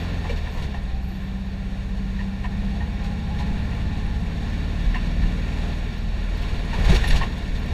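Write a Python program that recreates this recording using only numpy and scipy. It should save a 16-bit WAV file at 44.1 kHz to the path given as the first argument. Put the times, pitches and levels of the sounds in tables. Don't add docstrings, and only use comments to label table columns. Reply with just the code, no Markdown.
import sys
import numpy as np
from scipy import signal
from scipy.fft import rfft, irfft
from scipy.io import wavfile
from scipy.ndimage import uniform_filter1d

SR = 44100
rng = np.random.default_rng(int(sys.argv[2]) if len(sys.argv) > 2 else 0)


def ratio_of_db(decibels):
    return 10 ** (np.asarray(decibels, float) / 20)


def wrap_up_sound(samples):
    columns = np.atleast_2d(samples).T
    tamed = np.clip(columns, -1, 1)
    steps = np.round(tamed * 32767).astype(np.int16)
    wavfile.write(sys.argv[1], SR, steps)


N = 340893


def level(x, db):
    return x * ratio_of_db(db) / np.sqrt(np.mean(x ** 2))


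def curves(table):
    s, *columns = np.transpose(table)
    return [np.interp(np.arange(N) / SR, s, c) for c in columns]


def bumps_db(hz, peaks):
    return sum(db / (1 + (2 * (hz - f) / w) ** 2) for f, w, db in peaks)


def colour(x, gain_db):
    cep = irfft(gain_db * np.log(10) / 20)
    half = len(cep) // 2
    cep[1:half] *= 2
    cep[half + 1:] = 0
    impulse = irfft(np.exp(rfft(cep)))[:half]
    return signal.fftconvolve(x, impulse)[:N]


def band(x, lo_hz, hi_hz, order=2):
    sos = signal.butter(order, [lo_hz, min(hi_hz, SR / 2.2)], "band", fs=SR, output="sos")
    return signal.sosfilt(sos, x)


def walk(rate):
    k = int(SR / rate)
    held = np.repeat(rng.standard_normal(N // k + 1), k)
    return 1.25 * uniform_filter1d(uniform_filter1d(held, k), k)[:N]


def add(out, s, db, hz, t60, rise_s):
    i = int(s * SR)
    t = np.arange(min(int(t60 * SR), N - i)) / SR
    envelope = ratio_of_db(db - 60 * t / t60) * (1 - np.exp(-t / rise_s))
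    out[i:i + len(t)] += envelope * np.sin(2 * np.pi * hz * t)


def brake_squeal():
    # t/s, peak level/dB, fade/(dB/s)
    applications = [
        (0, -64, 87),
        (.19, -76, 70),
        (.32, -74, 80),
        (.46, -78, 40),
        (.54, -73, 140),
        (1.045, -65, 38),
    ]
    rest_start_s, rest_end_s = .72, 0.95
    attack_s = .03
    t = np.arange(N) / SR
    hz = 12420 - 620 * np.minimum(t, rest_end_s)
    size = 0
    for s, db, fade_db in applications:
        attack = np.clip((t - s) / attack_s + 1, 0, 1)
        size = size + ratio_of_db(db - fade_db * np.maximum(t - s, 0)) * attack
    size = size * ((t < rest_start_s) | (t > rest_end_s))
    tone = 0
    for gap_hz in (-90, 110):
        phase = 2 * np.pi * np.cumsum(hz + gap_hz + 55 * walk(150)) / SR
        tone = tone + ratio_of_db(5.5 * walk(60)) * np.sin(phase)
    return tone * size


def metal_ticks():
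    # t/s, peak level/dB, f/Hz
    ticks = [(.5152, -55, 12100), (.832, -53, 9620), (4.064, -51, 10100), (5.6214, -54, 9710),
             (5.9808, -52, 14200), (6.3719, -46, 14200), (6.4188, -51, 12300), (6.5994, -60, 11200),
             (6.6544, -50.5, 10200), (6.9052, -38, 9460), (7.2325, -52, 9740), (7.3806, -52, 12200),
             (7.3844, -50, 9890), (7.5941, -50, 14190), (7.6595, -55, 9900), (7.66, -50, 13600)]
    # f/Hz, level/dB, t60/s
    key_modes = [
        (10070, -6, .14),
        (10400, 0, .13),
        (11140, -4, .1),
        (11700, -2, .06),
        (12440, -10, .09),
        (13030, -12, .09),
        (5700, -10, .1),
    ]
    out = np.zeros(N)
    for s, db, hz in ticks:
        for spread in (.93, 1, 1.05):
            add(out, s, db - 4, hz * spread, t60=0.022, rise_s=.0003)
    jingle_s, jingle_db = 7.068, -34
    for hz, db, t60 in key_modes:
        for late, detune in rng.random((4, 2)):
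            touch_s, touch_db = jingle_s + .022 * late, jingle_db + db - 9 * late
            add(out, touch_s, touch_db, hz * (.985 + .03 * detune), t60 / 2, .003)
    return out


def rattles():
    # t/s, level/dB, panel level/dB, glass level/dB
    jolts = [(.24, -29, 1, -13), (0.292, -26.5, -5, -10), (.36, -31, -9, -8.5), (0.445, -31.5, 1.5, -14),
             (.546, -35.5, 5.5, -15), (0.571, -36.5, 2, -10), (.619, -31, -7, -6), (.74, -30, -1, -15),
             (1.9692, -43.5, -12, -2.5), (2.1886, -30, -6, -29), (2.4357, -27.5, -3.5, -18),
             (2.803, -35, 1, -18), (3.0373, -38, -11, -1.5), (3.3858, -29, -3, -8), (3.711, -31, -8, -29),
             (3.785, -31.5, -3, -16), (4.5465, -46, -3, -8), (4.943, -21, -2, -19), (6.416, -29, -4.5, -13),
             (6.7305, -28.5, .6, -8), (6.842, -32, -4, 0.5), (6.8927, -26.5, -4, -1), (6.945, -26, 1, 3),
             (7.0379, -24, -1.2, -9), (7.073, -29, -8, -0.3), (7.101, -23, -20, -5), (7.13, -24.5, 6, -10),
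             (7.158, -34.5, -11, 8), (7.209, -19, -1.5, -35), (7.547, -35, -7, -3.5)]
    # f/Hz, width/Hz, level/dB
    panel_modes = [(746, 105, 1), (830, 56, -3.5), (985, 115, 1.5), (1063, 53, -7)]
    # f/Hz, width/Hz, level/dB
    trim_modes = [(1832, 165, 0), (2260, 430, -2), (2636, 410, -2.5)]
    shakes = np.zeros((3, N))
    t = np.arange(SR // 4) / SR
    shape = np.minimum(t / 0.002, 1) * np.exp(-(t / 0.037) ** 2.6)
    for s, db, panel_db, glass_db in jolts:
        i = int(s * SR)
        part_db = db + np.array([[panel_db], [0], [glass_db]])
        shakes[:, i:i + len(t)] += (ratio_of_db(part_db) * shape)[:, :N - i]
    chatter = rng.standard_normal(N) * ratio_of_db(3.44 * walk(400))
    rings = 0
    for shake, modes in zip(shakes, (panel_modes, trim_modes)):
        for f, w, db in modes:
            ring = band(chatter * shake, f - w / 2, f + w / 2)
            rings = rings + ratio_of_db(db) * ring * np.sqrt(SR / w)
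    glass = rng.standard_normal(N) * ratio_of_db(1.4 * walk(300)) * shakes[2]
    return rings * ratio_of_db(-18.5), band(glass, 3300, 16000) * ratio_of_db(20)


def floor_knocks():
    # t/s, peak level/dB, f/Hz, t60/s
    thumps = [(.295, -21.5, 475, 0.097), (.296, -27, 560, 0.11), (.76, -26, 111, .3),
              (1.1, -43.5, 331, 0.88), (2.799, -20, 75.7, 0.43), (3.391, -22.5, 177, 0.29),
              (4.2, -23, 180.4, 0.52), (4.857, -9.5, 37.3, 0.57), (5.07, -21, 150, 0.26),
              (6.871, -15, 53.5, 0.41), (6.894, -12, 168.4, 0.2), (6.899, -14, 135, 0.18),
              (6.925, -16, 372, 0.1), (7.101, -18, 59.5, 0.81), (7.08, -26, 150, 0.38)]
    # t/s, peak level/dB, f/Hz, t60/s
    clip_rings = [(.244, -31, 830, 0.073), (.294, -30, 2340, 0.086), (.744, -36, 1850, .1),
                  (.744, -32, 800, 0.084), (2.19, -29.5, 1830, 0.061), (2.203, -35, 985, 0.072),
                  (2.439, -35, 1830, 0.063), (2.451, -34, 985, 0.086), (2.804, -35, 1850, 0.18),
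                  (3.4, -32, 830, 0.16), (3.404, -32, 985, 0.11), (4.943, -25.5, 1860, 0.075),
                  (4.955, -34, 1008, 0.11), (4.96, -33.5, 2740, 0.13), (6.73, -23.5, 912, 0.066),
                  (6.73, -30, 1840, .08), (7.036, -25, 1825, .15), (7.215, -23.5, 1080, 0.11),
                  (7.215, -34, 1854, 0.12)]
    out = np.zeros(N)
    for s, db, hz, t60 in thumps + clip_rings:
        add(out, s, db, hz, t60, min(.004, 2 / hz))
    return out


def suspension():
    # t/s, rumble level/dB, half length/s, harshness (roar lift)/dB
    uneven = [(.27, -35, 0.28, 1.2), (0.62, -23, 0.037, 1.2), (.92, -29.5, 0.19, -0.3),
              (1.302, -39, 0.092, 1.2), (1.804, -34.5, 0.17, .1), (2.06, -32.5, .08, 1.1),
              (2.217, -35, 0.04, 1.3), (2.603, -29.5, 0.18, 0.7), (3.064, -36, 0.051, .1),
              (3.296, -34, 0.18, -1.6), (3.597, -27.5, 0.11, -1.7), (3.861, -25, 0.062, -0.9),
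              (4.069, -27, 0.051, -0.5), (4.3, -36, 0.37, 0.45), (4.875, -32, 0.083, .3),
              (5.06, -38, .05, 1.5), (5.24, -21.5, 0.056, 1.5), (5.433, -40, .04, -0.5),
              (5.653, -37, 0.067, -0.1), (5.842, -34, 0.093, 0.4), (6.25, -30, 0.33, 0.7),
              (6.556, -30.5, 0.092, 1.2), (6.788, -23.5, 0.085, 4), (6.927, -16, 0.067, 11),
              (7.032, -28, 0.039, 4.5), (7.138, -16.5, 0.076, 7), (7.238, -27, 0.022, 4),
              (7.494, -29.5, 0.17, -0.5), (7.73, -28, 0.052, 0.5)]
    s, db, half_s, lift_db = np.transpose(uneven)[:, :, None]
    coarse = np.arange(0, N + 64, 64)
    bells = np.exp(-((coarse / SR - s) / half_s) ** 2)
    rumble = np.interp(np.arange(N), coarse, (ratio_of_db(db) * bells).sum(axis=0))
    harsh_db = np.interp(np.arange(N), coarse, (lift_db * bells).sum(axis=0))
    smooth_tarmac_db = -50.5
    return 20 * np.log10(ratio_of_db(smooth_tarmac_db) + rumble), harsh_db


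def road(turn, throttle_db, rumble_db, harsh_db):
    # t/s, level/dB
    tyres = [(0, -36), (.2, -38), (.62, -38), (.85, -41), (1.3, -42.5), (2.1, -41), (3, -38.5), (3.5, -36),
             (4, -39), (4.5, -37), (5.2, -36.5), (5.66, -35.5), (6.03, -38.5), (6.4, -37.5), (6.7, -36),
             (7.3, -36), (7.73, -37)]
    roar_db, = curves(tyres)
    treble_db = 0.06 + 0.17 * np.arange(N) / SR + 0.27 * harsh_db
    drone_db = -41.5 - 0.37 * throttle_db + 0.48 * harsh_db
    drone_db = drone_db + 0.7 * (roar_db - roar_db.mean())
    shared, roar = walk(9), 0
    for k, hz in enumerate(180 * 2. ** np.arange(7)):
        flutter_db = 0.54 * shared + 0.67 * walk(20)
        tilt_db = k / 6 * (treble_db + 0.88 * np.cos(turn))
        roar = roar + ratio_of_db(flutter_db + tilt_db) * band(rng.standard_normal(N), hz, 2 * hz)
    rumble = level(band(rng.standard_normal(N), 7.6, 61.0), 0) * ratio_of_db(rumble_db)
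    drone = level(band(rng.standard_normal(N), 130, 214.0), 0) * ratio_of_db(drone_db)
    return roar * ratio_of_db(roar_db + harsh_db), rumble + drone


def housing(x):
    # f/Hz, density/dB per Hz
    slope = [(150, -10), (260, -7.5), (371, -5), (433, -3.5), (1060, -10.5), (1280, -15.5), (1770, -10),
             (2100, -13), (2280, -10.5), (3610, -15.5), (4500, -20), (4980, -29), (15000, -45)]
    # f/Hz, width/Hz, gain/dB
    cavities = [(429, 25, 4.5), (693.5, 18, 7), (820, 84, 2), (1051, 54, 4.5), (1300, 90, -3.5),
                (1387, 66, 6.5), (1807, 182, 5.5), (2116, 72, -3.5), (2244, 74, 3), (2846, 140, 4),
                (2920, 61, -13.5), (3195, 120, -6.5), (3740, 490, 3), (4470, 320, 3.5), (5534, 460, 8),
                (6665, 550, 8.5), (7960, 260, 5.5), (10100, 200, 4)]
    hz = np.linspace(1, SR / 2, 4097)
    f, db = np.transpose(slope)
    return colour(x, np.interp(np.log(hz), np.log(f), db) + bumps_db(hz, cavities))


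def gearbox_whine():
    # t/s, f/Hz, level/dB
    mesh = [
        (0, 768, -52),
        (.7, 767, -68),
        (.95, 765, -50),
        (1.25, 766, -60),
        (2.5, 813, -57),
        (2.9, 813, -51.5),
        (3.4, 830, -50.5),
        (4, 837, -51.5),
        (4.4, 827, -57),
        (7.73, 851, -83),
    ]
    hz, db = curves(mesh)
    phase = 2 * np.pi * np.cumsum(hz + 22 * walk(70)) / SR
    return np.sqrt(2) * ratio_of_db(db + 3.15 * walk(24.91)) * np.sin(phase)


def engine(rumble_db):
    # t/s, four-stroke cycle rate f/Hz, throttle level/dB, firing tone level/dB
    driving = [(0, 21.9, -3, -31), (.19, 21.4, -4, -30), (.32, 20.2, -12, -29), (.6, 17.4, -12, -31),
               (.9, 15.35, -12, -29.5), (1.07, 15.6, -12, -30), (1.18, 16, -6, -36),
               (2.04, 16.05, -3.5, -34.5), (2.4, 16.27, -3.5, -34), (2.6, 16.4, 0, -32.5),
               (3.55, 17.35, 0, -32), (5.3, 19.45, -1, -32.5), (5.7, 19.7, -2, -33),
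               (5.95, 19.75, -16, -33), (6.35, 19.75, -14, -33), (6.6, 19.55, -5, -37),
               (6.9, 19.15, -3, -35), (7.73, 19.4, -5, -34.5)]
    combustion_db = [-50, -43.5, -32.5, -49, -38, -44.5, -40.5, -47.5, -43.5, -46, -47, -53.5, -43, -52.5,
                     -51.5, -55, -55.5, -62, -61, -61.5]
    # multiple, rms level/dB
    crank_shake = [(2, -37), (6, -50), (8, -49), (16, -58)]
    # f/Hz, width/Hz, gain/dB
    shell_modes = [(39.5, 7, 9), (147, 14, -5), (170, 26, 7.5), (190, 22, 5)]
    hz, throttle_db, firing_db = curves(driving)
    pipe_db = -46.5 + 0.48 * throttle_db + bumps_db(12 * hz, [(189.6, 34.3, 14.3)])
    shake_db = -1.5 + 0.18 * (rumble_db - rumble_db.mean()) + 0.87 * walk(4)
    turn = 2 * np.pi * np.cumsum(uniform_filter1d(hz, size=3000)) / SR
    rows = []
    for k, db in enumerate(combustion_db, start=1):
        load = .6 if k < 8 else 1.3
        rows.append((k, db + throttle_db * load))
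    rows += [(round(k), db + shake_db) for k, db in crank_shake]
    rows = [(k, db + bumps_db(k * hz, shell_modes)) for k, db in rows]
    rows += [(4, firing_db), (12, pipe_db)]
    start = 2 * np.pi * rng.random(len(combustion_db) + 1)
    out = 0
    for k, db in rows:
        phase = k * turn + start[k] + .38 * walk(10)
        out = out + ratio_of_db(db + 2.2 * walk(9)) * np.sin(phase)
    return np.sqrt(2) * out, turn, throttle_db


def scene():
    rumble_db, harsh_db = suspension()
    boom, turn, throttle_db = engine(rumble_db)
    roar, rumble = road(turn, throttle_db, rumble_db, harsh_db)
    rings, glass = rattles()
    airborne = housing(roar * ratio_of_db(14) + glass)
    body = boom + gearbox_whine() + rumble + rings + floor_knocks()
    return (body + airborne + metal_ticks() + brake_squeal())[None]


def roll_off(x):
    return signal.sosfilt(signal.butter(12, 15190, fs=SR, output="sos"), x)


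def record(dry):
    hiss = ratio_of_db(-70.5) * rng.standard_normal(N)
    whistle = ratio_of_db(-80) * np.sin(2 * np.pi * 15081 * np.arange(N) / SR)
    ceiling = .75
    rounded = np.tanh((dry + hiss + whistle) / ceiling) * ceiling
    low_pass = signal.ellip(8, .2, 70, 15200, fs=SR, output="sos")
    return roll_off(signal.sosfilt(low_pass, rounded))


dry = scene()
out = record(dry)
wrap_up_sound(out)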